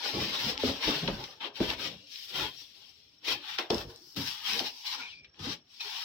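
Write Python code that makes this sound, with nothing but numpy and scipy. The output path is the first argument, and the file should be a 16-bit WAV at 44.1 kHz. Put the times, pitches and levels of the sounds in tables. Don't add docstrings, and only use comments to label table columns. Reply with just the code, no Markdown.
import sys
import numpy as np
from scipy import signal
from scipy.fft import rfft, irfft, next_fast_len
from scipy.io import wavfile
from scipy.ndimage import uniform_filter1d, map_coordinates

SR = 44100
rng = np.random.default_rng(int(sys.argv[2]) if len(sys.argv) > 2 else 0)


def wav_out(sig):
    wavfile.write(sys.argv[1], SR, np.round(np.clip(np.atleast_2d(sig).T, -1, 1) * 32767).astype(np.int16))


N = 266364

# pitch_hz, relative level_db [dB per Hz]
RASP_COLOUR = [(760, -28), (1300, -18.5), (1860, -6), (3140, 1), (3940, 0), (4700, -6), (5270, -4.5),
               (5640, -6.5), (6570, -26), (8000, -30), (10400, -46.5), (17600, -120)]
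# pitch_hz, width_hz, relative level_db
WALL_MODES = [(90.5, 266, -15), (152, 40, -7), (193, 15.5, -3.5), (281.2, 53.4, 2), (356.7, 181, 2),
              (442.5, 334, -0.5), (700, 388, -9.5), (1100, 1200, -31.5)]
# pitch_hz, likeness [0 to 1]
LIKENESS = [(60, 0.92), (300, 0.94), (600, 0.71), (1100, 0.32), (2300, 0.027), (15000, 0.015)]


def amp(db):
    return 10 ** (np.asarray(db) / 20)


def unit(x):
    return x / np.sqrt(np.mean(x ** 2) + 1e-20)


def along(points, hz):
    f, v = np.transpose(points)
    return np.interp(np.log(hz + 1), np.log(f + 1), v)


def below(hz, limit_hz, order):
    return 1 / (1 + (hz / limit_hz) ** order)


def above(hz, limit_hz, order):
    return 1 / (1 + (limit_hz / (hz + 1)) ** order)


def wobble(rate):
    knots = rng.standard_normal(int(N * rate / SR) + 4)
    return map_coordinates(knots, [np.arange(N) * rate / SR])


def filtered(x, response):
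    m = next_fast_len(N + SR // 2)
    return irfft(rfft(x, m) * response(np.fft.rfftfreq(m, 1 / SR)), m)[..., :N]


def modes(table):
    def response(f):
        total = 0
        for k, (pitch_hz, width_hz, level_db) in enumerate(table):
            damping = 1j * f * width_hz
            peak = damping / (pitch_hz * pitch_hz - f * f + damping)
            total = total + (-1) ** k * amp(level_db) * peak
        return total
    return response


def pair(a, b):
    def shares(hz):
        turn = np.arccos(np.clip(along(LIKENESS, hz), -1, 1)) / 2
        return np.array([np.cos(turn), np.sin(turn)])
    mid, side = filtered(np.array([a, b]), shares)
    return np.array([mid + side, mid - side])


def grit(grain_db, patchy_db, size):
    grains = rng.standard_normal((2, N)) * amp(grain_db * wobble(350))
    spectrum = signal.stft(grains, nperseg=size)[2]
    patches = uniform_filter1d(rng.standard_normal(spectrum.shape[1:]), size=5, axis=1)
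    patchy = signal.istft(spectrum * amp(patchy_db * unit(patches)), nperseg=size)[1]
    return pair(*patchy[:, :N])


def curves(rows):
    s, *cols = np.transpose(rows)
    return [np.interp(np.arange(N) / SR, s, c) for c in cols]


def swells(rows, column=None, lingers=1):
    swing_db = 20
    t = np.arange(0, N + 32, 32) / SR
    s, db, rise, hold, fall, *shares_db = np.transpose(rows)[:, :, None]
    before = np.maximum(s - t, 0)
    after = np.maximum(t - s - abs(hold), 0)
    climb = before / np.maximum(rise, .003)
    decay = after / np.maximum(fall * lingers, .003)
    level_db = db - swing_db * (climb + decay)
    if column is not None:
        level_db = level_db + shares_db[column]
    gain = np.sqrt(np.sum(amp(level_db) ** 2, axis=0))
    return np.interp(np.arange(N) / SR, t, gain)


def rubbing():
    # full_s, rasp_db, rise_s, hold_s, fall_s, slab_db [re rasp], light-touch hiss_db [re rasp]
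    strokes = [(0.06, -36.5, 0.14, 0.027, 0.2, -6.5, -2), (0.21, -37, 0.17, 0.03, 0.27, -7, -2),
               (0.43, -33.5, 0.33, 0.074, 0.061, -8.5, -3), (0.55, -47.5, 0.16, 0.013, 0.11, -2, -8.5),
               (0.6, -38.5, 0.022, 0.032, 0.096, -9.5, -4.5), (0.65, -35, 0.066, 0.026, 0.17, -6.5, -3),
               (0.848, -33, 0.074, 0.091, 0.28, -6.5, -5), (1.13, -52, 0.045, 0.11, 0.22, 1.5, -0.5),
               (1.411, -42, 0.013, 0.062, 0.045, -4, -13.5), (1.558, -44.5, 0.025, 0.014, 0.096, -26, -6.5),
               (1.606, -42, 0.032, 0.053, 0.1, -4.5, -5), (1.7, -38.5, 0.091, 0.036, 0.046, -3, -6),
               (1.8, -40, 0.043, 0.065, 0.12, -8.5, -3.5), (1.97, -63.5, 0.032, 0.2, .1, -23, 1.5),
               (2.125, -50, 0.063, 0.087, 1, -26, 1), (2.365, -35, 0.064, 0.07, .1, -7, -7),
               (2.59, -56.5, 0.064, 0.028, 0.051, -18, 2), (2.8, -64, 0.15, 0.043, 0.15, -8, -11),
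               (3.25, -40.5, 0.016, 0.034, 0.043, -20, -6), (3.285, -30.5, 0.035, 0.041, 0.053, -7.5, -5.5),
               (3.5, -41, 0.18, 0.054, 0.046, -6.5, -8), (3.59, -34, 0.014, 0.0039, 0.073, -1.5, -7.5),
               (3.704, -46, 0.0096, 0.11, 0.067, -1, 0), (3.901, -57.5, .05, 0.0056, 0.13, 1.5, 2.5),
               (4.11, -68.5, 0.6, 0.035, .05, -5, 11.5), (4.166, -41.5, 0.0092, 0.15, 0.23, -7.5, -0.5),
               (4.49, -35, 0.094, 0.057, 0.13, -8.5, -3.5), (4.59, -40, 0.11, 0.012, 0.038, -4, 2),
               (4.669, -39, 0.16, 0.0039, 0.061, -9.5, -3), (4.78, -54.5, 0.3, 0.047, 0.08, -21, 5),
               (4.865, -40, 0.045, 0.063, 0.083, -36, -2), (4.93, -44, 0.1, 0.074, 0.12, -3.5, -1.5),
               (5.08, -55, .1, 0.04, 0.12, -30, -4), (5.394, -48, 0.0062, 0.069, 0.083, -3, 0),
               (5.49, -39.5, 0.091, 0.039, 0.049, -4.5, -3), (5.74, -59.5, 0.1, 0.12, .05, -14.5, 2),
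               (5.808, -43, 0.013, .25, .1, -8.5, -1.5)]
    # time_s, fizz_db [re hiss], left_minus_right_db
    contact = [(0, -13.5, 8.5), (.2, -12, 4), (1.2, -9.5, 6.5), (1.5, -9, 7.5), (1.7, -8.5, 7),
               (2.03, -13.5, 8.5), (2.3, -5, 6), (2.85, -8.5, 9.5), (3.2, -9.5, 6), (4.2, -5.5, 8),
               (4.9, -10.5, 4.5), (5.2, -23, 9), (5.45, -14, 7), (6.04, -9.5, 6.5)]
    # pitch_hz, relative level_db [dB per Hz]
    fizz_colour = [(4500, -41), (6500, -9), (9150, -12.5), (11000, -4.5), (15000, 2.5), (15900, 0)]
    # pitch_hz, width_hz, relative level_db
    slab_modes = [(782, 80, 2), (885, 142, 3), (1033, 198, 1), (1700, 480, -1.5)]
    touch_hz = 4444
    growl_hz, growl_grows = 2200, .4
    firm_db, fizz_grows = -46, 0.088
    seated_db, lift_s = -5.5, 3.4
    slab_lingers, hiss_lingers = 0.91, 0.93

    fizz_db, pan_db = curves(contact)
    press = swells(strokes)
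    slab_gain = swells(strokes, 0, slab_lingers)
    hiss_gain = swells(strokes, 1, hiss_lingers)

    force = grit(0.26, 3.86, size=1024)
    upper = lambda hz: above(hz, touch_hz, 16)
    rasp = unit(filtered(force, lambda hz: amp(along(RASP_COLOUR, hz)) * (1 - upper(hz))))
    growl = filtered(rasp, lambda hz: below(hz, growl_hz, 16))
    firmness = np.minimum(press / amp(firm_db), 1)
    rasp = rasp + (firmness ** growl_grows - 1) * growl
    touch = unit(filtered(force, lambda hz: amp(along(RASP_COLOUR, hz)) * upper(hz)))
    fizz = unit(filtered(force, lambda hz: amp(along(fizz_colour, hz))))
    fizz_gain = amp(fizz_db) * (hiss_gain / amp(firm_db)) ** fizz_grows
    bright = press * rasp + hiss_gain * (touch + fizz_gain * fizz)
    bright = bright * amp(np.outer([.5, -.5], pan_db))

    shake = grit(1.5, 5.5, size=1024)
    slab = unit(filtered(shake, lambda hz: modes(slab_modes)(hz) * above(hz, 720, 12) * below(hz, 1900, 4)))
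    seated = unit(filtered(shake, lambda hz: above(hz, 230, 6) * below(hz, 760, 12)))
    slab = slab + amp(seated_db) * seated * (np.arange(N) < lift_s * SR)

    stutter_db = 1.32 * wobble(40)
    return amp(stutter_db) * (bright + slab_gain * slab)


def booming():
    # full_s, boom_db, rise_s, hold_s, fall_s, deepest panels deep_db [re boom]
    loads = [(0.15, -45.5, 0.079, 0.083, 0.3, -5), (0.445, -45, 0.051, 0.04, 0.25, -1),
             (0.639, -38, 0.012, 0.07, 0.093, -3.5), (0.878, -33.5, 0.026, 0.0059, 0.13, -11),
             (1.035, -37.5, 0.02, 0.079, 0.12, 1), (1.477, -55, 0.04, .005, 0.06, -30),
             (1.606, -39, 0.013, 0.051, 0.26, -8), (1.83, -49, 0.3, 0.12, 0.046, -5),
             (2.355, -48.5, 0.029, 0.097, 0.1, -1), (2.62, -77, 0.087, 0.51, 1, -0.5),
             (3.293, -53, 0.056, 0.083, 0.073, -6), (3.706, -39, 0.0045, 0.055, 0.15, -1),
             (4.17, -46.5, 0.017, 0.034, 0.085, -5), (4.54, -46, 0.077, 0.041, 0.059, -14.5),
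             (4.61, -49.5, 0.027, 0.014, 0.087, -6), (4.98, -56.5, 0.044, 0.036, 0.1, -23),
             (5.15, -71.5, .08, 0.14, 0.042, 4.5), (5.488, -44.5, 0.095, 0.0057, 0.071, -7)]
    force = grit(1.04, 7.3, size=2048)
    walls = unit(filtered(force, lambda hz: modes(WALL_MODES[2:6])(hz) * below(hz, 560, 4) * above(hz, 170, 4)))
    deep = unit(filtered(force, lambda hz: modes(WALL_MODES[:2])(hz) * below(hz, 190, 4) * above(hz, 45, 4)))
    deep_gain = swells(loads, column=0, lingers=1.1)
    return amp(0.88 * wobble(30)) * (swells(loads) * walls + deep_gain * deep)


def squeaks():
    # start_s, end_s, first_hz, last_hz, width_hz [random slips a second], level_db
    squeak_bands = [(1.567, 1.59, 900, 870, 150, -47), (1.961, 2.115, 2780, 2910, 186, -60),
                    (2.336, 2.608, 3230, 3210, 215, -51), (4.006, 4.094, 350, 372, 132, -60),
                    (4.721, 4.837, 913, 917, 303, -60.5), (4.836, 5.096, 960, 932, 346.6, -52),
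                    (5.002, 5.097, 2430, 2380, 439, -43.5), (5.08, 5.149, 3230, 2400, 350, -46.5),
                    (5.119, 5.276, 2420, 2350, 199, -51.5), (5.142, 5.21, 3370, 3400, 250, -69),
                    (5.137, 5.215, 4600, 4730, 298, -57), (5.799, 5.838, 2580, 2460, 304, -41.5),
                    (5.802, 5.835, 3910, 4000, 300, -37), (5.817, 6.04, 902, 895, 401, -54),
                    (5.844, 5.892, 394, 415, 60, -53.5)]
    out = np.zeros((2, N))
    for s, end, hz0, hz1, width_hz, db in squeak_bands:
        span = slice(round(s * SR), round(end * SR))
        u = np.linspace(0, 1, span.stop - span.start)
        knots = rng.standard_normal((2, 200))
        knot_place = u * np.clip((end - s) * width_hz, 1, 190)
        slips = [map_coordinates(k, [knot_place], order=1) for k in knots]
        glide = np.exp(2j * np.pi * np.cumsum(hz0 + (hz1 - hz0) * u) / SR)
        tone = (slips[0] + 1j * slips[1]) * glide
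        apart = np.arccos(np.clip(along(LIKENESS, hz0), -1, 1))
        swell = np.sin(np.pi * np.sqrt(u)) ** .5
        out[:, span] += amp(db) * swell * np.real(tone * np.exp(1j * np.array([[0], [apart]])))
    return out * amp([[1.5], [-1.5]])


def knocks(size=130):
    # start_s, peak_db [before the stereo mix], rattle t60_s,
    # hardness [dB per octave], pitch of the struck panel [ratio to the walls]
    knock_list = [(0.134, -29.5, 0.17, -1.5, 0.94), (0.164, -28, 0.19, -1, 0.87),
                  (0.209, -30, 0.22, -1, 0.78), (0.458, -31, 0.084, -1.5, 0.76),
                  (0.632, -18, 0.085, -2.5, 0.96), (0.69, -27.5, .12, 3, 0.99),
                  (0.874, -23, 0.11, 0.5, 1.07), (1.079, -20.5, 0.12, 7.5, 1.08),
                  (1.442, -36, 0.24, 8, 1.31), (1.6, -17, 0.12, 0, 0.95), (3.586, -30, 0.21, 9.5, 1.17),
                  (3.7, -18, 0.21, 4.5, 1.16), (4.165, -30, 0.26, 3.5, 0.48), (4.601, -31, 0.15, 2, 1.29),
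                  (5.392, -38.5, 0.2, -8.5, 0.75), (5.463, -32, 0.22, -5.5, 0.94)]
    out, t = np.zeros((2, N + SR)), np.arange(SR // 2) / SR
    hz = np.fft.rfftfreq(SR, 1 / SR)
    for s, db, t60, tilt_db, pitch in knock_list:
        force = rng.standard_normal((2, len(t))) * amp(-60 * t / np.clip(t60, .01, .6))
        force[:, :size] *= np.linspace(0, 1, size)
        force[0, size] += 8
        hardness = amp(tilt_db * np.log2(np.clip(hz, 60, 1500) / 300))
        walls = modes(WALL_MODES)(hz / pitch) * below(hz, 2500, 4) * above(hz, 60, 4)
        ring = irfft(rfft(force, SR) * walls * hardness, SR)
        place = out[:, round(s * SR):][:, :len(t)]
        place += amp(db) * ring[:, :len(t)] / np.abs(ring[0]).max()
    return pair(*out[:, :N])


def ticks():
    # start_s, relative level_db, t60_s [at least 0.003 is used], brightness [dB per octave]
    tick_list = [(0.5778, -14.5, 0.0024, 1), (1.0769, -24, 0.058, -5), (1.239, -29.5, 0.05, 2),
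                 (1.6034, -25.5, 0.0046, -7), (1.703, -18, 0.012, -1), (2.159, -30.5, 0.0093, 3),
                 (3.5856, -17.5, 0.03, -1.5), (3.703, -16, 0.024, 7.5), (3.7443, -24.5, 0.018, 16),
                 (3.782, -27, 0.02, 7), (3.961, -34, 0.003, 20), (4.147, -37, 0.004, 12),
                 (4.534, -18, 0.011, 7), (4.5923, -20, 0.03, 1), (5.245, -47.5, 0.068, -4),
                 (5.343, -56, 0.03, -10), (5.807, -34, 0.0083, 9)]
    lead_s = .02
    out, t = np.zeros((2, N + SR)), np.arange(SR // 8) / SR
    hz = np.fft.rfftfreq(len(t), 1 / SR)
    for s, db, t60, tilt_db in tick_list:
        decay = amp(-60 * abs(t - lead_s) / np.clip(t60, .003, .1)) * (t >= lead_s)
        burst = rng.standard_normal((2, len(t))) * decay
        tilt = amp(tilt_db * np.log2(np.clip(hz, 1000, 9000) / 4000))
        colour = amp(along(RASP_COLOUR, hz)) * tilt
        place = out[:, round((s - lead_s) * SR):][:, :len(t)]
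        place += amp(db + 6) * irfft(rfft(burst) * colour, len(t))
    return out[:, :N] * amp([[2.5], [-2.5]])


def porch(x):
    # pitch_hz, t60_s
    decay_times = [(100, 0.19), (1000, 0.31), (6000, 0.075)]
    hz, t, z = signal.stft(rng.standard_normal((2, SR // 3)), SR, nperseg=256)
    decay = amp(-60 * t / along(decay_times, hz)[:, None])
    tail = signal.istft(z * decay, SR, nperseg=256)[1]
    delayed = np.pad(x, ((0, 0), (300, 0)))
    return signal.fftconvolve(delayed, tail / np.linalg.norm(tail[0]), axes=1)[:, :N]


def outdoors():
    # pitch_hz, width_hz [of a resonance used twice], pulses_per_s, level_db
    insect = (5491, 123, 21.5, -68.5)
    # pitch_hz, relative level_db [dB per Hz]
    air_colour = [(35, -40.5), (60, 1), (98, 5.5), (379, 1), (446, -6), (1240, -5), (2880, -6), (4490, -35),
                  (5530, -12), (6360, -47.5), (15800, -34.5)]
    air_db = -73.5
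    hz, width, rate, db = insect
    beat = np.cumsum(rate * (1 + 0.023 * wobble(18))) / SR
    wings = filtered(rng.standard_normal((2, N)), lambda f: modes([(hz, width, 0)])(f) ** 2)
    trill = unit(wings * (1 + 0.67 * np.sin(2 * np.pi * beat)))
    air = unit(filtered(grit(.6, 4.4, size=1024), lambda f: amp(along(air_colour, f))))
    return amp(db + 1.4 * wobble(1.9)) * trill + amp(air_db + 1.2 * wobble(4.8)) * air


def scene():
    hits = knocks() + ticks()
    answer = amp(-10) * pair(*porch(hits))
    return rubbing() + booming() + squeaks() + hits + answer + outdoors()


def record(dry):
    # pitch_hz, left_minus_right_db
    port_colour = [(200, 0), (1000, 0.5), (2000, -3), (3300, 3), (6000, -2), (9000, 1), (15000, -9)]
    top_hz = 15850
    return filtered(dry, lambda hz: amp(np.outer([.5, -.5], along(port_colour, hz))) * (hz < top_hz))


dry = scene()
out = record(dry)
wav_out(out)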